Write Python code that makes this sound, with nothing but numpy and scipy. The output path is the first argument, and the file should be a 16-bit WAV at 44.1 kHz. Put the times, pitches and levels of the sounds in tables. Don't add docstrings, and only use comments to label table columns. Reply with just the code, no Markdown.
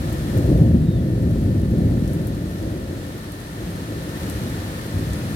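import sys
import numpy as np
from scipy import signal
from scipy.fft import rfft, irfft
from scipy.io import wavfile
from scipy.ndimage import uniform_filter1d, minimum_filter1d

SR = 44100
rng = np.random.default_rng(int(sys.argv[2]) if len(sys.argv) > 2 else 0)


def wav_record(signal):
    frames = np.transpose(np.atleast_2d(signal))
    bounded = np.clip(frames, -1, 1)
    quanta = np.round(bounded * 32767).astype(np.int16)
    wavfile.write(sys.argv[1], SR, quanta)


N = 236012
TIME = np.arange(N) / SR

# start_s, level_db, hold_s, brightness_db
THUNDER_PEALS = [(-0.1, -24, 0.42, -8.5), (0.307, -17, 0.15, -6.5), (0.44, -11.5, 0.13, -7.5),
                 (0.6, -10.5, 0.091, -17), (0.89, -14, 0.23, -8), (1.176, -13, 0.085, -10.5),
                 (1.385, -12, .15, -10), (1.668, -12.5, 0.2, -8.5), (2.04, -22.5, 0.35, -6),
                 (2.555, -22, 0.087, -4.5), (2.826, -28, 0.016, -4), (3.52, -28.5, .12, -5.7),
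                 (3.846, -31, 0.073, -3), (4.177, -27, 0.26, -10.5), (4.878, -25, 0.13, -9.8),
                 (5.188, -27.5, .12, -8)]
PEAL_RISE_S, PEAL_FADE_DB_PER_S = 0.067, 28.5
ECHO_DB, ECHO_BRIGHTNESS_DB = -31.5, -5.5
RUMBLE_DB, GROWL_DB, RASP_DB = -0.5, 0.06, -5.5
RASP_PER_BRIGHTNESS = 1.57
# start_s, peak_db, length_s
SHOCK_FRONTS = [(0.374, -10, 0.0089), (0.5, -13, 0.0047), (0.611, -0.5, 0.0063), (0.724, -4.5, 0.0086),
                (0.743, -1, 0.0053), (0.883, -2.5, 0.0061), (1.463, -12, 0.0131), (1.733, -15, 0.013),
                (1.843, -11, 0.0089), (2.008, -16, .021), (2.891, -22, 0.0058), (4.957, -20, 0.011),
                (5.089, -22, .014)]
# pitch_hz, level_db (per Hz)
RUMBLE_COLOUR = [(20, -46), (32, -22), (42, -13), (52, -0.5), (80, 0.5), (110, 3.5), (165, -1), (215, -3),
                 (260, -6), (330, -34), (500, -75)]
GROWL_COLOUR = [(110, -64), (170, -1), (240, -7.5), (290, 3.5), (365, -2), (410, -7), (460, -30),
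                (560, -29), (900, -62)]
RASP_COLOUR = [(280, -35), (400, -3), (450, 1.5), (530, 2), (670, -4.5), (800, -17), (1100, -31.5),
               (2500, -67)]
# pitch_hz, level_db
SCATTER_COLOUR = [(60, -20), (130, -26), (250, -20), (380, -31), (500, -12), (800, -2)]
# pitch_hz, width_hz, boost_db
WALL_RESONANCES = [(104, 24, 0), (144.4, 11, -3), (160.4, 21, 2.5), (217, 8.8, -1), (377, 58, -0.5),
                   (483, 15, -1.5), (521, 28.5, 4)]
THUNDER_LAG_S = 0.00023

WASH_DB, HISS_DB, PATTER_DB = -37, -42.5, -54
RAIN_GROWS_DB_PER_S = 0.2
# pitch_hz, level_db (per Hz)
WASH_COLOUR = [(100, -12.5), (300, 7.5), (600, 3.5), (900, 0.5), (1200, 0), (1650, -1), (2300, -4.5),
               (3000, -7), (4300, -6), (5500, -18), (9000, -35)]
HISS_COLOUR = [(1500, -11), (3000, 1), (4300, -3), (5200, 1), (7000, 1), (9000, 1), (11800, -1.5),
               (13500, -5.5), (16000, -10)]
# pitch_hz, correlation (-1 to 1)
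RAIN_LIKENESS = [(100, 0.85), (400, 0.98), (600, 0.94), (750, -0.056), (900, -0.44), (1250, -0.53),
                 (1550, 0.034), (1900, 0.051), (3000, -0.068), (16000, 0)]

# start_s, peak_db, pitch_hz, left_over_right_db
BIG_DROPS = [(0.127, -24, 12500, -5), (0.375, -26.5, 12500, 6), (2.077, -22, 9500, 1),
             (2.133, -24, 12500, 8), (2.2708, -19, 13100, 3), (3.320, -24, 11000, -2),
             (4.2987, -20, 11400, 2), (5.134, -20, 9500, 2)]
SMALL_DROPS_PER_S, SMALL_DROP_DB, SMALL_DROP_HZ, SMALL_DROP_PAN_DB = 2.5, -32, 11500, 3.5

# start_s, length_s, start_pitch_hz, level_db
BIRD_WHISTLES = [(0.803, 0.24, 3790, -45.5), (4.987, .065, 3550, -46.5)]
WHISTLE_SAG_HZ_PER_S3 = 55000

# pitch_hz, width_hz, boost_db
LEFT_PORT_RESONANCES = [(907, 80, 4), (1314, 430, 3.5), (1610, 105, -3), (1792, 120, 10.5),
                        (2550, 1200, -1.5), (7430, 3340, -8), (9900, 8800, 4.5)]
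RIGHT_PORT_RESONANCES = [(1400, 800, -2), (1930, 65, 6), (4270, 300, 1), (8240, 1800, 0), (10240, 980, -13)]
AGC_THRESHOLD_DB, AGC_SLOPE = -20.5, 0.45
AGC_SENSE_S, AGC_ATTACK_S, AGC_HOLD_S, AGC_RELEASE_DB_PER_S = 0.074, 0.017, 0.94, 3
CUTOFF_HZ = 16000


def thunder():
    rumble = peal_strength(0) * rolling(RUMBLE_COLOUR, fronts_per_s=1000, swell_s=0.051)
    growl = peal_strength(1) * rolling(GROWL_COLOUR, fronts_per_s=1200, swell_s=0.096)
    rasp = peal_strength(RASP_PER_BRIGHTNESS) * rolling(RASP_COLOUR, fronts_per_s=1200, swell_s=0.074)
    rolls = from_db(RUMBLE_DB) * rumble + from_db(GROWL_DB) * growl + from_db(RASP_DB) * rasp
    dull_booms = booms(low_share=0.75, high_share=1.53, lowest_hz=46.3, boom_db=2.4)
    left, right = resonate(rolls + dull_booms, WALL_RESONANCES)
    late_right = np.interp(TIME - THUNDER_LAG_S, TIME, right)
    return np.array([left, late_right]) * panned(0.66)


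def peal_strength(per_brightness):
    power = from_db(ECHO_DB + per_brightness * ECHO_BRIGHTNESS_DB) ** 2
    for start_s, level_db, hold_s, brightness_db in THUNDER_PEALS:
        rise = np.clip((TIME - start_s) / PEAL_RISE_S, 0, 1)
        fading_s = np.maximum(TIME - start_s - PEAL_RISE_S - hold_s, 0)
        peal_db = level_db + per_brightness * brightness_db - PEAL_FADE_DB_PER_S * fading_s
        power = power + (rise * from_db(peal_db)) ** 2
    return np.sqrt(power)


def rolling(spectrum, fronts_per_s, swell_s):
    direct = colour(impacts(fronts_per_s, 2.18), spectrum)
    scattered = colour(colour(impacts(fronts_per_s, 2.6), spectrum), SCATTER_COLOUR)
    width = max(int(swell_s * SR), 1)
    power = uniform_filter1d(uniform_filter1d(direct ** 2, width), width)
    return np.array([direct + scattered, direct - scattered]) / np.sqrt(power + 1e-12)


def booms(low_share, high_share, lowest_hz, boom_db):
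    out = np.zeros(N)
    for start_s, peak_db, length_s in SHOCK_FRONTS:
        at = int(start_s * SR)
        phase = TIME[:min(SR // 5, N - at)] / length_s
        n_wave = (1 - 2 * phase) * (phase < 1)
        wave = band(n_wave, low_share / length_s, high_share / length_s)
        out[at:at + len(wave)] += from_db(peak_db + boom_db) * wave / np.abs(wave).max()
    low_cut = signal.butter(6, lowest_hz, "high", fs=SR, output="sos")
    return signal.sosfilt(low_cut, out + 1e-18)


def rain():
    flurry_colour = [(1.5, 14), (4, -10), (9, -10), (25, -21), (200, -100)]
    flurry = rms_one(colour(rng.standard_normal(N), flurry_colour))
    wash = from_db(WASH_DB + 0.36 * flurry) * shower(WASH_COLOUR, drops_per_s=16000, spread_db=2.0)
    hiss = from_db(HISS_DB + 0.57 * flurry) * shower(HISS_COLOUR, drops_per_s=25000, spread_db=2.5)
    patter = from_db(PATTER_DB + 1.8 * flurry) * shower(HISS_COLOUR, drops_per_s=160, spread_db=4.5)
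    growth = from_db(RAIN_GROWS_DB_PER_S * (TIME - TIME.mean()))
    return (wash + hiss + patter) * growth


def shower(spectrum, drops_per_s, spread_db):
    alike = np.clip(per_bin(RAIN_LIKENESS), -1, 1)
    one = rfft(impacts(drops_per_s, spread_db))
    other = rfft(impacts(drops_per_s, spread_db))
    mid = np.sqrt(1 + alike) * (one + other)
    side = np.sqrt(1 - alike) * (one - other)
    stereo = irfft(np.array([mid + side, mid - side]), N)
    return rms_one(colour(stereo, spectrum))


def near_drops(tick_s, spray_t60, spray_db):
    out, age = np.zeros((2, N)), TIME[:SR // 10]
    small_starts = TIME[rng.random(N) < SMALL_DROPS_PER_S / SR]
    small = [(s, SMALL_DROP_DB, SMALL_DROP_HZ, SMALL_DROP_PAN_DB) for s in small_starts]
    for start_s, peak_db, pitch_hz, pan_db in BIG_DROPS + small:
        tick = age / tick_s * np.exp(1 - age / tick_s)
        spray = from_db(spray_db - 60 * age / spray_t60) * (1 - np.exp(-age / tick_s))
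        noise = rng.standard_normal((2, len(age)))
        splash = band(noise * (tick + spray), pitch_hz * 0.55, pitch_hz * 1.15)
        splash = splash / np.abs(splash).max(axis=1, keepdims=True)
        at = int(start_s * SR)
        out[:, at:at + len(age)] += (from_db(peak_db) * panned(pan_db) * splash)[:, :N - at]
    return out


def bird(waver, echo_db):
    song = np.zeros(N)
    for start_s, length_s, start_hz, level_db in BIRD_WHISTLES:
        age = np.clip(TIME - start_s, 0, length_s)
        falling_hz = start_hz - WHISTLE_SAG_HZ_PER_S3 * age ** 3
        trembling = rms_one(band(rng.standard_normal(N), 34, 120))
        pitch_hz = falling_hz * (1 + waver * trembling)
        tone = np.sin(2 * np.pi * np.cumsum(pitch_hz) / SR)
        song += from_db(level_db) * np.sin(np.pi * age / length_s) * tone
    echo_age = TIME[:SR // 4]
    echoes = rng.standard_normal((2, len(echo_age))) * from_db(-60 * echo_age / 0.36)
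    echoes /= np.linalg.norm(echoes, axis=1, keepdims=True)
    return song + from_db(echo_db) * signal.fftconvolve(song[None], echoes, axes=1)[:, :N]


def impacts(per_s, spread_db):
    sizes = from_db(spread_db * np.minimum(rng.exponential(1, N), 5)) * rng.choice([-1, 1], N)
    return rms_one(sizes * (rng.random(N) < per_s / SR))


def from_db(db):
    return 10 ** (np.asarray(db) / 20)


def rms_one(x):
    return x / np.sqrt(np.mean(x ** 2) + 1e-20)


def per_bin(points):
    hz, value = np.transpose(points)
    bins_hz = np.maximum(np.fft.rfftfreq(N, 1 / SR), 1)
    return np.interp(np.log(bins_hz), np.log(hz), value)


def colour(x, spectrum):
    return irfft(rfft(x) * from_db(per_bin(spectrum)), N)


def band(x, low_hz, high_hz):
    sos = signal.butter(2, [low_hz, min(high_hz, 0.47 * SR)], "band", fs=SR, output="sos")
    return signal.sosfilt(sos, x + 1e-18)


def smooth(x, time_s):
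    keep = np.exp(-1 / (time_s * SR))
    return signal.lfilter([1 - keep], [1, -keep], x)


def resonate(x, resonances):
    for hz, width_hz, boost_db in resonances:
        turn = -2 * np.cos(2 * np.pi * hz / SR)
        half = np.tan(np.pi * width_hz / SR)
        gain = from_db(boost_db / 2)
        top = [1 + half * gain, turn, 1 - half * gain]
        bottom = [1 + half / gain, turn, 1 - half / gain]
        x = signal.lfilter(top, bottom, x)
    return x


def panned(db):
    return from_db(np.array([[db], [-db]]) / 2)


def scene():
    drops = near_drops(tick_s=0.00028, spray_t60=0.12, spray_db=-11.5)
    return thunder() + rain() + drops + bird(waver=0.0054, echo_db=-4)


def gain_control(x):
    power = smooth(np.mean(x ** 2, axis=0), AGC_SENSE_S)
    level_db = 10 * np.log10(power + 1e-12)
    wanted_db = -AGC_SLOPE * np.maximum(level_db - AGC_THRESHOLD_DB, 0)
    hold = max(int(AGC_HOLD_S * SR), 1)
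    held_db = minimum_filter1d(wanted_db, hold, origin=(hold - 1) // 2, mode="nearest")
    creep_db = AGC_RELEASE_DB_PER_S * TIME
    gain_db = np.minimum.accumulate(held_db - creep_db) + creep_db
    return x * from_db(smooth(gain_db, AGC_ATTACK_S))


def record(dry):
    left = resonate(dry[0], LEFT_PORT_RESONANCES)
    right = resonate(dry[1], RIGHT_PORT_RESONANCES)
    heard = gain_control(np.array([left, right]))
    top_cut = signal.ellip(12, 0.1, 80, CUTOFF_HZ, fs=SR, output="sos")
    return signal.sosfilt(top_cut, heard)


dry = scene()
out = record(dry)
wav_record(out)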